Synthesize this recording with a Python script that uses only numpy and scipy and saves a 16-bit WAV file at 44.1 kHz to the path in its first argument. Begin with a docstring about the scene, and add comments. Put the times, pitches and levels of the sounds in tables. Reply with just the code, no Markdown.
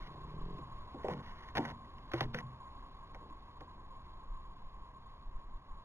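"""A seat creaks in slow jolts, then a paddle is dragged, knocked and lifted out of a thin metal boat.
Knocks set hull panels booming and ringing; sliding drives them with dense, uneven slips.
Under it all, cicadas drone near 1 kHz as narrow noise bands and the wooded lake adds smooth broad noise.
Light wind stirs the microphone from the start, with its last gusts after the knocks.
A small camera samples the sound 8000 times a second and joins the samples by straight lines."""
import sys
import numpy as np
from scipy import signal
from scipy.io import wavfile

SR = 44100
rng = np.random.default_rng(int(sys.argv[2]) if len(sys.argv) > 2 else 0)


def voltage_ratio(level):
    """Linear amplitude factor for a level in decibels (scalar or array-like)."""
    return 10 ** (np.asarray(level, float) / 20)


def wav_record(signal):
    """Record a signal, one row per channel, as 16-bit PCM in the file named by sys.argv[1]."""
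    frames = np.transpose(np.atleast_2d(signal))
    bounded = np.clip(frames, -1, 1)
    # unit amplitude maps onto the largest positive 16-bit level
    quanta = np.round(bounded * 32767).astype(np.int16)
    wavfile.write(sys.argv[1], SR, quanta)


N = 257544


def rms_one(x):
    """Scale a signal to an rms of 1."""
    return x / np.sqrt(np.mean(x ** 2) + 1e-20)


def noise():
    """White noise over the whole scene."""
    return rng.standard_normal(N)


def butter(x, hz, kind, order=2):
    """Butterworth filter with its corner or corners at hz."""
    return signal.sosfilt(signal.butter(order, hz, kind, fs=SR, output="sos"), x)


def drift(rate_hz):
    """Slow random wander with an rms of 1: 40 joined points a second, low-passed at rate_hz."""
    points = rng.standard_normal(int(N / SR * 40) + 2)
    wander = np.interp(np.arange(N) / SR * 40, np.arange(len(points)), points)
    return rms_one(butter(wander, rate_hz, "low"))


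def resonance(x, hz, width_hz):
    """Two-pole band filter: a wider band means a faster dying resonance."""
    r = np.exp(-np.pi * width_hz / SR)
    feedback = [2, -4 * r * np.cos(2 * np.pi * hz / SR), 2 * r * r]
    return signal.lfilter([1 - r * r, 0, r * r - 1], feedback, x)


def ring(clicks, hz, t60_s):
    """A unit click sets a sine of height 1 ringing, down 60 dB after t60_s."""
    r = voltage_ratio(-60 / (t60_s * SR))
    w = 2 * np.pi * hz / SR
    return signal.lfilter([0, np.sin(w)], [1, -2 * r * np.cos(w), r * r], clicks + 1e-18)


def nearness(hz, centre_hz, octaves):
    """Panels far in pitch from the centre are driven less."""
    return 1 / (1 + (np.log2(hz / centre_hz) / octaves) ** 2) ** 2


# ringing hull panels, for knocks and rubs alike: pitch_hz [Hz], level_db [dB], t60_s [s]
HULL_PANELS = [(100, 0.5, 0.74), (125.5, -3, 0.55), (150.4, 4, 0.29), (188, -4.5, 0.48), (231, 0, 0.62),
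               (268, -5, 0.32), (294, 1.5, 0.11), (342, 2.5, 0.11), (380, 5, 0.039), (422.6, -6.5, 0.31),
               (486.3, -4, 0.17), (514, 0.5, 0.098), (571, -2, 0.077), (621, -5.5, 0.14), (720, -6.5, 0.12),
               (784.4, 2, 0.091), (823, 4, 0.027), (918, -2.5, 0.18), (1011, -3, 0.064), (1150, -20, 0.094),
               (1368, -13.5, 0.036), (1530, -4, 0.069), (1750, 1, 0.01), (1950, 2.5, 0.036),
               (2110, 1, 0.04), (2220, -1.5, 0.017), (2870, 1.5, 0.018), (2930, 1, 0.028), (3200, -25, .03),
               (3550, 6.5, 0.0049)]
# contacts and rings of the knocks; narrow rows are single panels ringing on, near 124 Hz the whole hull booms:
# start_s [s], level_db [dB], centre_hz of the panels driven [Hz], reach [octaves], crack_db [dB]
KNOCK_RINGS = [(.585, -51, 366, 0.83, -48.5), (0.591, -46.5, 132, 0.43, -72),
               (0.943, -46.5, 430, 1.14, -73), (1.044, -33, 543, 0.75, -48), (1.084, -36.5, 534, 1.33, -42),
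               (1.1, -39, 175, 0.41, -73), (1.127, -46, 600, 0.57, -55), (1.553, -45, 750, 0.41, -35.5),
               (1.571, -31.5, 790, 0.52, -28), (1.57, -40.5, 129, 0.4, -60), (1.576, -38, 244, 0.13, -59),
               (1.58, -39, 800, 0.58, -26), (1.587, -27.5, 311, 0.21, -60), (1.651, -38, 1530, 0.91, -58),
               (1.656, -45, 124, 0.61, -70), (1.846, -58, 1970, 0.5, -71), (1.983, -57.5, 2460, 0.61, -56),
               (2.117, -50, 1750, 0.27, -38), (2.136, -36.5, 600, 0.5, -33.5),
               (2.133, -33.5, 124, 0.17, -60), (2.134, -32.5, 342, 0.14, -60), (2.14, -45, 1500, 0.72, -39),
               (2.208, -39.5, 660, 1.83, -26), (2.206, -36.5, 121, 0.38, -50),
               (2.255, -49.5, 270, 0.47, -52), (2.345, -31, 1630, 0.27, -33), (2.342, -39, 475, 0.29, -69),
               (2.34, -41, 170, 0.69, -58), (2.387, -36, 1950, 0.14, -37.5), (2.429, -40.5, 125, 0.22, -73),
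               (3.147, -52, 660, 0.89, -48), (3.3, -55.5, 280, 0.32, -58), (3.607, -56, 514, 1.2, -48)]


def knocks():
    """Each row sets the panels near its pitch ringing and gives a short crack."""
    start_s, row_db, centre_hz, octaves, crack_db = np.transpose(KNOCK_RINGS)
    at = np.round(start_s * SR).astype(int)
    chance = rng.random((len(at), len(HULL_PANELS), 3))
    ringing = np.zeros(N)
    for k, (pitch_hz, level_db, t60_s) in enumerate(HULL_PANELS):
        near = voltage_ratio(row_db) * nearness(pitch_hz, centre_hz, octaves)
        # each ring varies by up to 3 dB either way, with random polarity
        strength = voltage_ratio(level_db + 6 * (chance[:, k, 0] - 0.5)) * np.sign(chance[:, k, 1] - 0.5)
        # slow bending waves reach the low panels later
        late = ((0.77 + chance[:, k, 2] * 1.25) / pitch_hz * SR).astype(int)
        clicks = np.zeros(N)
        np.add.at(clicks, at + late, near * strength)
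        ringing += ring(clicks, pitch_hz, t60_s)
    cracks = np.zeros(N)
    np.add.at(cracks, at, voltage_ratio(crack_db))
    # a hard first tick, then splintered noise falling 60 dB in 22 ms
    tick = 14 * butter(cracks, [700, 3000], "band", order=1)
    dying = signal.lfilter([1], [1, -voltage_ratio(-60 / (0.022 * SR))], cracks + 1e-18)
    splinters = rms_one(butter(noise(), [800, 3000], "band", order=1)) * dying
    return ringing + tick + splinters


# paddle sliding on metal: start_s [s], end_s [s], level_db [dB, before 20 dB of gain],
# centre_hz of the panels rubbed [Hz], reach [octaves]
PADDLE_RUBS = [(0, 0.084, -72.5, 1960, 1.46), (0.982, 1.065, -70.5, 1220, 0.79),
               (1.029, 1.089, -71, 910, 2.8), (1.087, 1.145, -63, 825, 2.25), (1.132, 1.216, -71, 353, 3.2),
               (1.213, 1.51, -74.5, 1680, 1.5), (1.549, 1.591, -55.5, 970, 2.9),
               (1.587, 1.655, -66, 910, 2.3), (1.646, 1.723, -63.5, 980, 2.46),
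               (2.119, 2.201, -65, 1430, 2.3), (2.199, 2.25, -65.5, 1350, 2.7),
               (2.331, 2.414, -67, 1530, 2.7), (3.141, 3.16, -67, 910, 1.6), (3.206, 3.288, -72, 318, 0.82),
               (3.601, 3.617, -68.5, 694, 2.34)]


def rubs():
    """Dense uneven slips drive the panels while the paddle slides."""
    t = np.arange(N) / SR
    edge_s, slips_per_s = 0.0074, 1500
    when = rng.random(N) < slips_per_s / SR
    sizes = voltage_ratio(3.0 * np.minimum(rng.exponential(1, N), 4))
    slips = rms_one(when * sizes * rng.choice([-1, 1], N))
    slips = slips * voltage_ratio(1.5 * drift(24.0))
    strokes = []
    for start_s, end_s, level_db, centre_hz, octaves in PADDLE_RUBS:
        shape = np.clip(np.minimum(t - start_s, end_s - t) / edge_s, 0, 1)
        strokes.append((voltage_ratio(level_db) * shape, centre_hz, octaves))
    rubbing = np.zeros(N)
    for k, (pitch_hz, level_db, t60_s) in enumerate(HULL_PANELS):
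        push = sum(stroke * nearness(pitch_hz, centre_hz, octaves)
                   for stroke, centre_hz, octaves in strokes)
        # the paddle resting on the metal damps the ring
        damped = ring(slips * push, pitch_hz, 0.35 * t60_s)
        # short rings are lifted against long ones
        rubbing += (-1) ** k * voltage_ratio(level_db) * damped * np.sqrt(14 / (t60_s * SR))
    return voltage_ratio(20.0) * rubbing


# the seat creaking as weight shifts: time_s [s], slip_rate [slips per s], level_db [dB]
SEAT_CREAK = [(.076, 30, -46.5), (0.201, 29, -42), (0.327, 33.2, -41.5), (0.351, 42.5, -42.5),
              (.5, 42.5, -39.5), (0.573, 50, -43)]
# dull modes of the seat: pitch_hz [Hz], level_db [dB], t60_s [s]
SEAT_MODES = [(153.4, -1, 0.1), (200, -6, 0.054), (288, -8, 0.037), (409, -6.5, 0.054), (460, -8.5, 0.03),
              (636, -9.5, 0.014)]


def creak():
    """Stick and slip: near-regular soft jolts ring the seat's dull modes."""
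    t = np.arange(N) / SR
    time_s, slip_rate, level_db = np.transpose(SEAT_CREAK)
    # one slip each time the running count passes a whole number
    count = np.cumsum(np.interp(t, time_s, slip_rate, left=0, right=0)) / SR
    at = np.flatnonzero(np.diff(np.ceil(count)))
    chance = rng.normal(0, 1, (len(at), 2))
    # spread of 0.7 ms in timing and 1.5 dB in level
    shift = (0.0007 * SR * chance[:, 0]).astype(int)
    jolts = np.zeros(N)
    jolts[at + shift] = voltage_ratio(np.interp(t[at], time_s, level_db) + 1.5 * chance[:, 1])
    return sum((-1) ** k * voltage_ratio(mode_db) * ring(jolts, pitch_hz, t60_s)
               for k, (pitch_hz, mode_db, t60_s) in enumerate(SEAT_MODES))


# bands of the far chorus: pitch_hz [Hz], width_hz of the first of two filters [Hz], level_db [dB]
CICADA_BANDS = [(1068, 67.6, 1), (961, 160, -5), (1230, 200, -17.5), (1590, 120, -17.5), (1980, 200, -20)]


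def cicadas():
    """Thousands of far insects merge into a few narrow bands of noise."""
    chorus = 0
    for pitch_hz, width_hz, level_db in CICADA_BANDS:
        band = resonance(noise(), pitch_hz, width_hz)
        band = resonance(band, pitch_hz, 1.93 * width_hz)
        chorus = chorus + voltage_ratio(level_db) * rms_one(band)
    return rms_one(chorus) * voltage_ratio(1.0 * drift(36.0))


# colour of the outdoor air: pitch_hz [Hz], level_db [relative dB per Hz]
AIR_COLOUR = [(60, 24), (130, 16), (250, 10.5), (500, 4.5), (900, 6.5), (1400, -6), (2000, -2), (2800, -6),
              (3700, 0.5)]


def air():
    """Leaves, water and distance: smooth noise in half-octave bands, each wavering by about 1 dB."""
    pitch_hz, level_db = np.transpose(AIR_COLOUR)
    edges = 50 * 2 ** np.arange(0, 6.6, 0.5)
    white = [noise(), noise()]  # neighbouring bands take different noises
    rustle = 0
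    for k, (low, high) in enumerate(zip(edges, edges[1:])):
        colour_db = np.interp(np.log(low * high) / 2, np.log(pitch_hz), level_db)
        gain = voltage_ratio(colour_db + 1.0 * drift(18.0))
        rustle = rustle + gain * butter(white[k % 2], [low, high], "band")
    # level 1 is set in the 1.4 to 3 kHz band
    return rustle / np.std(butter(rustle, [1400, 3000], "band"))


# wind gusts: middle_s [s], length_s [s], peak_db [dB, added to the calm wind]
WIND_GUSTS = [(0.02, 0.078, -46.5), (0.406, 0.25, -51), (0.674, 0.05, -57), (2.28, .1, -46),
              (3.163, 0.055, -46), (4.392, 0.8, -52), (4.782, 0.13, -51.5), (5.32, 0.14, -42),
              (5.51, 0.11, -40.5), (5.72, .06, -55)]


def wind():
    """Lumpy low rumble of air pressure on the microphone port, swelling with each gust."""
    t = np.arange(N) / SR
    calm_db = -54.5
    rumble = butter(butter(noise(), 30.9, "low", order=3), 7.0, "high")
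    lumpy = rms_one(rumble * voltage_ratio(3.0 * drift(6.9)))
    strength = voltage_ratio(calm_db) + sum(voltage_ratio(peak_db) * np.exp(-(2 * (t - middle_s) / length_s) ** 2)
                                  for middle_s, length_s, peak_db in WIND_GUSTS)
    return strength * lumpy


def scene():
    """All sources reach one microphone; the background sinks slowly."""
    t = np.arange(N) / SR
    cicadas_db, cicadas_fade_db_per_s = -54, 0.87
    air_db, air_fade_db_per_s = -66.5, 1.31
    chorus = voltage_ratio(cicadas_db - cicadas_fade_db_per_s * t) * cicadas()
    outdoors = chorus + voltage_ratio(air_db - air_fade_db_per_s * t) * air()
    mono = knocks() + rubs() + creak() + outdoors + wind()
    return np.array([mono, mono])


def band_limit(x):
    """A steep low-pass at the top of the band."""
    return signal.sosfilt(signal.butter(12, 15150, fs=SR, output="sos"), x)


def record(dry):
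    """Straight lines between slow samples mirror the spectrum above 4 kHz; the left lags by one of them."""
    t = np.arange(N) / SR
    camera_rate_hz = 8000
    hiss_db = -80.5  # before its low-pass
    ticks = np.arange(-1, t[-1] * camera_rate_hz + 2) / camera_rate_hz
    samples = np.interp(ticks, t, butter(dry[0], 5770, "low", order=3))
    left = np.interp(t - 1 / camera_rate_hz, ticks, samples)
    right = np.interp(t, ticks, samples)
    # faint separate hiss in each channel
    hiss = voltage_ratio(hiss_db) * butter(rng.standard_normal((2, N)), 3400, "low")
    mix = np.array([left, right]) + hiss
    return band_limit(mix)


dry = scene()
out = record(dry)
wav_record(out)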